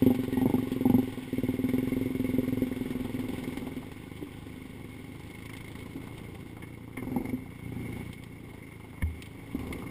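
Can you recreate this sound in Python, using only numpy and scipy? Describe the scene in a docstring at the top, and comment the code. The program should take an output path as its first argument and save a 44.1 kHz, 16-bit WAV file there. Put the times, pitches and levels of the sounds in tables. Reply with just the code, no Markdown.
"""Deep marsh water, heard from the helmet camera of a rider on a single-cylinder ATV; a second ATV runs nearby.
The exhaust thumps and barks: each firing is a puff that echoes in the pipe, stronger with each dab of throttle.
Noise pulsing with the firings makes the engine clatter and the water wash; droplets fizz, damped tones gulp and thump.
Noise cracks snap like reeds and ring the camera's case; panels knock, wet rubber squeaks, a faint tone hoots.
The camera's coarse sampling mirrors the sound into the treble."""
import sys
import numpy as np
from scipy import signal
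from scipy.fft import rfft, irfft, next_fast_len
from scipy.io import wavfile
from scipy.ndimage import map_coordinates

SR = 44100
rng = np.random.default_rng(int(sys.argv[2]) if len(sys.argv) > 2 else 0)


def output_pcm(signal):
    """Save a mono or channel-first signal as 16-bit PCM at the path in sys.argv[1].

    Samples are clipped to [-1, 1] before scaling.
    """
    pcm = np.clip(np.atleast_2d(signal).T, -1, 1) * 32767
    wavfile.write(sys.argv[1], SR, np.round(pcm).astype(np.int16))


N = 436590


def amp(db):
    """Decibels to gain."""
    return 10 ** (np.asarray(db) / 20)


def unit(x):
    """Scale x to rms 1."""
    return x / np.sqrt(np.mean(x ** 2) + 1e-20)


def curves(rows):
    """Interpolate each column after the time to one value per sample."""
    times, *columns = np.transpose(rows)
    return [np.interp(np.arange(N) / SR, times, column) for column in columns]


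def wobble(rate):
    """A smooth random curve with rate knots a second."""
    knots = rng.standard_normal(1000)
    coarse = np.arange(0, N, 64)
    values = map_coordinates(knots, [coarse * rate / SR], mode="wrap")
    return np.interp(np.arange(N), coarse, values)


def opened(start, end, lag):
    """Rise towards 1 from start and fall back from end, with a lag in seconds."""
    t = np.arange(N) / SR
    return np.exp(-np.maximum(t - end, 0) / lag) - np.exp(-np.maximum(t - start, 0) / lag)


def swells(rows):
    """Add up bell-shaped rises from (centre s, half-width s, height) rows."""
    t = np.arange(N) / SR
    return sum(height * np.exp(-((t - s) / width) ** 2) for s, width, height in rows)


def colour(x, points):
    """Filter x causally (minimum phase) to the gains of the (Hz, dB) points."""
    size = next_fast_len(N + SR // 2)
    hz, db = np.transpose(points)
    log_hz = np.log(np.fft.rfftfreq(size, 1 / SR) + 1)
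    gain = amp(np.interp(log_hz, np.log(hz), db))
    # folding the cepstrum forward leaves no response before the sound
    cepstrum = irfft(np.log(gain), size)
    cepstrum[1:size // 2] *= 2
    cepstrum[size // 2 + 1:] = 0
    return irfft(rfft(x, size) * np.exp(rfft(cepstrum)), size)[:N]


def place(times, sounds):
    """Add rows of sound into the scene at their times."""
    starts = np.round(np.asarray(times) * SR).astype(int)
    index = starts[:, None] + np.arange(sounds.shape[1])
    return np.bincount(np.maximum(index, 0).ravel(), sounds.ravel(), N)[:N]


def firings(speed):
    """The sample of each firing, once per engine cycle."""
    return np.flatnonzero(np.diff(np.floor(np.cumsum(speed) / SR + .5)))


def throb(fired, decay, share, scatter_db):
    """An envelope near 1, of which a share jumps at each firing and dies away."""
    t = np.arange(SR // 12) / SR
    sizes = amp(scatter_db * rng.standard_normal((len(fired), 1)))
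    share = np.clip(share, 0, 1)
    pulses = unit(place(fired / SR, sizes * np.exp(-t / decay)))
    return 1 - share + 1.6 * share * pulses


def droplets(count, hz, spread, cycles, size_db):
    """Tiny bursting bubbles, each a few cycles of rising pitch."""
    t = np.arange(SR // 100) / SR
    when, size = rng.random((2, count))
    pitch = np.clip(hz * np.exp(spread * rng.standard_normal((count, 1))), 300, 5500)
    age = pitch * t / cycles
    sizes = amp(-size_db * np.log(np.maximum(size[:, None], .01)))
    rising = 1 + 0.057 * np.minimum(age, 4)
    rings = np.exp(-age) * np.sin(2 * np.pi * pitch * t * rising)
    return unit(place(when * N / SR, sizes * rings))


# the rider looks down, nearer the engine, and the helmet shades the second ATV: start, end t/s
LOOK_DOWN_S = (6.95, 9.9)
# the second ATV's speed and relative level: t/s, firing rate/(cycles per s), level/dB
OTHER = [(0, 25.85, -52), (4.2, 25.9, -45), (5.05, 25.9, -46), (5.9, 28, -45), (7.3, 29.5, -46.5),
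         (8.1, 29.9, -49), (8.7, 27.5, -49), (9.4, 27, -49), (9.9, 32, -45)]
# tone of its exhaust: f/Hz, level/dB
DRONE = [(30, -27), (70, 5.5), (105, 6.5), (140, 4.5), (180, 5.5), (230, -4), (275, 3), (320, 0.5),
         (400, -12.5), (500, -7.5), (590, -32), (720, -40), (830, -20), (1200, -23.5), (2500, -43.5)]
# how the helmet shades it: f/Hz, level/dB
SHADE = [(280, 2), (370, -11.5), (520, -4), (1200, -0.5)]
# its valves tick loudest as it draws ahead: t/s, half-width/s, extra level/dB
TAPPET_SWELL = [(5.55, 0.57, 17.5)]


def other_atv(level_db=-1, hum_db=-3, tappet_db=-68):
    """A second engine, faster and smoother, with a hum on its fourth order and ticking valves."""
    speed, db = curves(OTHER)
    fired = firings(speed)
    puffs = place(fired / SR, amp(.5 * rng.standard_normal((len(fired), 1))))
    drone = unit(colour(puffs, DRONE))
    shaded = opened(*LOOK_DOWN_S, lag=0.24)
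    drone = (1 - shaded) * drone + shaded * colour(drone, SHADE)
    fourth_order = np.sin(2 * np.pi * 4 * np.cumsum(speed) / SR)
    hum = amp(hum_db + wobble(5)) * fourth_order
    taps = rng.standard_normal(N) * throb(fired, decay=.01, share=1, scatter_db=1)
    tappets = unit(colour(taps, CLATTER) + 0.11 * colour(taps, SNAP))
    burst_db = 7 * opened(7.62, 8.11, lag=0.013)  # its one burst of throttle
    exhaust_and_hum = amp(db + burst_db + level_db) * (drone + hum)
    return exhaust_and_hum + amp(swells(TAPPET_SWELL) + tappet_db) * tappets


# relative level of the wash round the wheels: t/s, level/dB
WASHING = [(0, -52), (3.4, -53.5), (3.9, -57), (4.9, -57.5), (5.7, -59.5), (6.25, -59), (6.85, -65),
           (7.5, -62.5), (8, -55.5), (8.25, -64.5), (9.9, -60)]
# tone of the wash: f/Hz, level/dB
WASH = [(400, 13.5), (650, -6), (830, 9.5), (900, -1), (1100, 5.5), (1300, -17), (1480, 3), (1650, -9.5),
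        (1900, 3.5), (2500, -1.5), (3000, 2), (3550, 1.5), (4000, -7), (5800, -11)]
# tone of the low heave: f/Hz, level/dB
HEAVE = [(15, -52), (28, -16), (42, 2), (58, -10), (80, -5), (150, -2), (270, -4.5), (340, -2),
         (500, -10.5), (620, -22), (1200, -39.5)]


def water(fired, effort, pulsing, sputter_db, wash_db=6.0, wash_sputter=0.16, slosh=0.17,
          heave_db=-54, heave_effort_db=7.0, heave_sputter=0.86):
    """Churned water washes and fizzes with the exhaust, and heaves round the hull as the engine pushes."""
    fizz = droplets(count=5000, hz=2426, spread=0.604, cycles=3.65, size_db=2.5)
    spray = rng.standard_normal(N) + 0.29 * fizz
    wash = unit(colour(spray * throb(fired, decay=0.014, share=pulsing, scatter_db=5.0), WASH))
    heave = unit(colour(rng.standard_normal(N), HEAVE))
    slosh_db = (0.44 + slosh * sputter_db) * wobble(22)
    washing_db = curves(WASHING)[0] + wash_db + wash_sputter * sputter_db + slosh_db
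    surge_db = heave_db + heave_effort_db * effort + heave_sputter * sputter_db + wobble(9.4)
    return amp(washing_db) * wash + amp(surge_db) * heave


def gurgle(fired, effort, sputter_db, level_db=-65.0, effort_db=3):
    """Larger bubbles burble at the surface, pushed out stroke by stroke."""
    bubbles = droplets(count=7000, hz=870, spread=.17, cycles=1.8, size_db=2.5)
    strokes = throb(fired, decay=0.02, share=0.45, scatter_db=7.5)
    return amp(level_db + effort_db * effort + sputter_db) * bubbles * strokes


# gulps and low thumps, some the boom under a knock: t/s, level/dB, f/Hz, t60/s
GULPS_AND_THUMPS = [(4.212, -35, 293.4, 0.31), (4.226, -28, 375, 0.061), (5.956, -31.5, 272, 0.14),
                    (9.03, -20, 79.72, 0.34), (9.023, -25, 183, 0.1), (9.548, -19.5, 271.5, 0.074),
                    (9.55, -37.5, 76, 1)]


def gulps_and_thumps(attack=0.00049):
    """Damped sine tones with a fast onset: gulps and low thumps, some the boom under a knock."""
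    s, db, hz, t60 = np.transpose(GULPS_AND_THUMPS)[:, :, None]
    t = np.arange(SR // 3) / SR
    rings = np.sin(2 * np.pi * hz * t) * (1 - np.exp(-t / attack))
    return place(s[:, 0], amp(db - 60 * t / t60) * rings)


# sharp ticks and rattles, relative levels: t/s, level/dB, case ring level/dB over the crack
TICKS = [(1.781, -49.5, 25.5), (2.484, -48, 20), (2.725, -51, 23), (3.438, -39, 16.5), (5.457, -40, 8),
         (5.494, -47, 24), (5.532, -43, 12.5), (5.567, -38, 1), (6.179, -42, -27), (7.254, -49.5, 22.5),
         (7.294, -48, 20), (8.129, -37, -6), (8.237, -40.5, -1), (9.2222, -32.5, -2), (9.2587, -39.5, -33),
         (9.726, -33.5, 11)]
# tone of a snap: f/Hz, level/dB
SNAP = [(900, -11), (1500, -12), (2000, 6), (3300, 9), (4200, 1), (5600, -4.5)]


def ticks(snap_db=-3, ring_db=5):
    """Short noise cracks, each with its share of the case's ring."""
    s, db, case_db = np.transpose(TICKS)
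    t = np.arange(SR // 16) / SR
    cracks = amp(db[:, None] - 60 * t / .045) * rng.standard_normal((len(s), len(t)))
    snap = colour(place(s, cracks * amp(snap_db)), SNAP)
    ring = colour(place(s, cracks * amp(case_db[:, None] + ring_db)), CLATTER)
    return snap + ring


# knocks on the plastic bodywork: t/s, level/dB before the panel's tone, t60/s
KNOCKS = [(6.622, -31, .14), (6.969, -24.5, .11), (9.022, -20, .04)]
# tone of the panels: f/Hz, level/dB
PANEL = [(300, 3), (700, -9.5), (1100, 0), (1500, -17), (1800, 3), (1980, -7), (2180, 10.5), (2450, -18),
         (3000, -8), (4000, -28), (5600, -27)]


def knocks():
    """Dull blows of decaying noise ring the panels briefly."""
    s, db, t60 = np.transpose(KNOCKS)[:, :, None]
    t = np.arange(SR // 8) / SR
    blows = amp(db - 60 * t / t60) * rng.standard_normal((len(s), len(t)))
    return colour(place(s[:, 0], blows), PANEL)


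# squeaks of wet rubber: t/s, level/dB, f/Hz, length/s
SQUEAKS = [(.322, -44, 1890, .04), (.36, -46, 1910, .065)]


def squeaks():
    """Brief rubs with a slightly unsteady pitch."""
    s, db, hz, length = np.transpose(SQUEAKS)[:, :, None]
    t = np.arange(SR // 5) / SR
    pitch = hz * (1 + .1 * rng.standard_normal((len(s), len(t))))
    swell = np.sin(np.pi * np.minimum(t / length, 1))
    return place(s[:, 0], amp(db) * swell * np.sin(2 * np.pi * np.cumsum(pitch, axis=1) / SR))


# tone of the hoot: f/Hz, level/dB
HOOT = [(850, -40), (1030, -8), (1110, 2), (1190, -10), (1400, -39)]


def hoot(level_db=-59):
    """A faint hollow tone of narrow noise sounds as the engine picks up at the end."""
    tone = unit(colour(rng.standard_normal(N), HOOT))
    return amp(level_db) * opened(9.5, 9.9, lag=0.034) * tone


# tone of the rattling valve gear and the ringing case: f/Hz, level/dB
CLATTER = [(700, -26), (1100, -10.5), (1400, -18.5), (1700, -16.5), (2000, -7), (2170, 6), (2330, -6.5),
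           (2500, -27), (2750, -7.5), (3100, -48.5), (5500, -22)]


def clatter(fired, effort, pulsing, level_db=-57, effort_db=4, with_wash=0.31, nearer_db=2):
    """Valve gear and drive rattle in time with the engine, louder under load, and ring the camera's case."""
    beats = throb(fired, decay=.028, share=pulsing, scatter_db=4)
    rattle = rng.standard_normal(N) * beats * amp(2.1 * wobble(70))
    wash_db = curves(WASHING)[0]
    near_db = nearer_db * opened(*LOOK_DOWN_S, lag=0.087)
    db = level_db + effort_db * effort + with_wash * (wash_db - wash_db.mean()) + near_db
    return amp(db) * unit(colour(rattle, CLATTER))


# underlying engine speed, unsteady, to which the dabs add: t/s, firing rate/(firings per s)
BASE_SPEED = [(0, 21.74), (.83, 21.72), (1.48, 18.04), (1.8, 20.97), (2.7, 20.12), (4.42, 19.86),
              (4.51, 21.85), (5.34, 18.76), (5.41, 20.52), (6.34, 17.61), (7.16, 21.35), (7.21, 23.09),
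              (8.71, 22.43), (9.9, 26.18)]
# dabs of throttle, relative levels: start t/s, end t/s, extra rate/(firings per s),
# thump level/dB, bark level/dB, swell while held/(dB per s)
DABS = [(0, 0.088, 4.74, -17.5, -7, -6), (.35, .53, 2.83, -25, -1.5, 26), (.84, .96, 3.32, -23, 1, 14),
        (1.334, 2.629, .9, -25, -26, -1.5), (2.627, 3.652, 0.95, -30, -19.5, -3.5),
        (6.98, 7.3, .9, -34.5, -12, -5.5), (7.698, 8.015, 1.87, -39, -16.5, -9),
        (9.537, 9.897, 0.48, -38.5, -19, -13)]


def throttle(spin_up_s=.066):
    """Effort 0-1 and firings per second: each dab spins the engine up above its underlying speed."""
    start, end, rise = np.transpose(DABS)[:3, :, None]
    spin = opened(start, end, spin_up_s)
    return spin.sum(axis=0), curves(BASE_SPEED)[0] + (rise * spin).sum(axis=0)


# relative thump level between dabs, mostly falling as the pipe sinks: t/s, level/dB
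IDLE = [(0, -27.5), (.8, -26.5), (1.1, -34), (1.25, -39.5), (3.78, -35), (3.9, -47), (4.55, -43.5),
        (6.35, -49), (6.6, -49.5), (9.9, -48)]
# single firings with their own thump and bark, some stronger, some weaker:
# t/s, change of thump level/dB, relative bark level/dB
ODD_FIRINGS = [(.11, -4, 0), (.15, -8, -3.5), (1.49, 3.5, -11), (1.73, 3, -16), (2.38, 6, -22),
               (2.62, 3, -30), (7.165, -4, -0.5), (7.33, 9.5, -17.5)]


def charges(fired, attack_db_per_s=259, release_db_per_s=111, bark_steepness=1.95):
    """Thump and bark dB of each firing: dabs attack, hold and release.

    Between dabs the thump rests at the idle level; a few single firings depart from it."""
    t = fired / SR
    start, end, _, thump_db, bark_db, swell = np.transpose(DABS)[:, :, None]
    held_db = swell * (np.clip(t, start, end) - start)
    shut_db = attack_db_per_s * np.maximum(start - t, 0) + release_db_per_s * np.maximum(t - end, 0)
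    thump = np.maximum((thump_db + held_db - shut_db).max(axis=0), curves(IDLE)[0][fired])
    bark = (bark_db + held_db - bark_steepness * shut_db).max(axis=0)
    for s, change_db, own_bark_db in ODD_FIRINGS:
        nearest = np.argmin(abs(t - s))
        thump[nearest] += change_db
        bark[nearest] = own_bark_db
    return thump, bark


# tone of the exhaust's thump: f/Hz, level/dB
THUMP = [(20, -40.5), (42, -10.5), (65, -18.5), (100, -4), (150, -12), (228, -6.5), (259, 4), (292, -6.5),
         (400, -10), (510, -14.5), (590, -27.5), (720, -34.5), (1200, -58), (2500, -77.5)]
# tone of the bark of hard firings: f/Hz, level/dB
BARK = [(70, -56), (118, 4.5), (170, 6), (260, 8.5), (400, -5.5), (510, -3.5), (620, -12), (740, -11),
        (815, 0), (920, -14), (1150, -30), (2000, -61), (4000, -60)]


def exhaust(fired, level_db=-34, bark_db=-41.0, limp_db=0.75, echo=0.39, round_trip=0.00783, drift=.0001):
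    """Each firing sends a puff down the pipe, which echoes it twice; hard firings bark."""
    chance = rng.standard_normal((len(fired), 3))
    charge_db, hard_db = charges(fired)
    limp = limp_db * (-1) ** np.arange(len(fired))  # strong and weak alternate
    strength = amp(charge_db + 1.2 * chance[:, 0] + limp)
    hardness = amp(hard_db + chance[:, 2])
    t = np.arange(SR // 50) / SR
    turbulence = rng.standard_normal((len(fired), len(t))) * np.exp(-t / 0.017)
    click = t == 0
    clean = click + .015 * turbulence
    ragged = click + .04 * turbulence
    trip = round_trip + drift * chance[:, 1]  # seconds; water shifts at the outlet

    def pipe(puffs):
        """The puffs and their two fading echoes."""
        return sum(echo ** k * place(fired / SR + k * trip, puffs) for k in range(3))

    thump = unit(colour(pipe(strength[:, None] * clean), THUMP))
    bark = unit(colour(pipe(hardness[:, None] * ragged), BARK))
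    return amp(level_db) * thump + amp(bark_db) * bark


# the outlet dips under water and each stroke sputters: t/s, half-width/s, extra bubble level/dB
SPUTTERS = [(.15, 1, 5), (3.35, 0.52, 5.5), (6.1, 0.55, 7.5), (7.15, 0.17, 8.5), (8.55, 0.14, 6),
            (9.65, 0.42, 6)]


def scene():
    """Mix all sources dry, as in the open air; the throttle drives engine and water alike."""
    effort, speed = throttle()
    fired = firings(speed)
    sputter_db = swells(SPUTTERS)
    # share 0-1 of clatter and wash that pulses with the firings; more in a sputter
    pulsing = 0.17 + 0.0152 * sputter_db
    marsh = water(fired, effort, pulsing, sputter_db) + gurgle(fired, effort, sputter_db)
    details = gulps_and_thumps() + ticks() + knocks() + squeaks() + hoot()
    engines = other_atv() + clatter(fired, effort, pulsing) + exhaust(fired)
    return (marsh + details + engines)[None]


def record(dry, camera_hz=12000, cutoff_hz=5450, top_hz=15500):
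    """The camera samples at 12 kHz and holds each value, which mirrors the sound around 12 kHz."""
    hz = np.fft.rfftfreq(N, 1 / SR)
    narrow = irfft(rfft(dry) / np.sqrt(1 + (hz / cutoff_hz) ** 44), N)
    coarse = signal.resample(narrow, round(N * camera_hz / SR), axis=1)
    held = signal.resample(np.repeat(coarse, 4, axis=1), N, axis=1)
    return irfft(rfft(held) * (hz < top_hz), N)


dry = scene()
out = record(dry)
output_pcm(out)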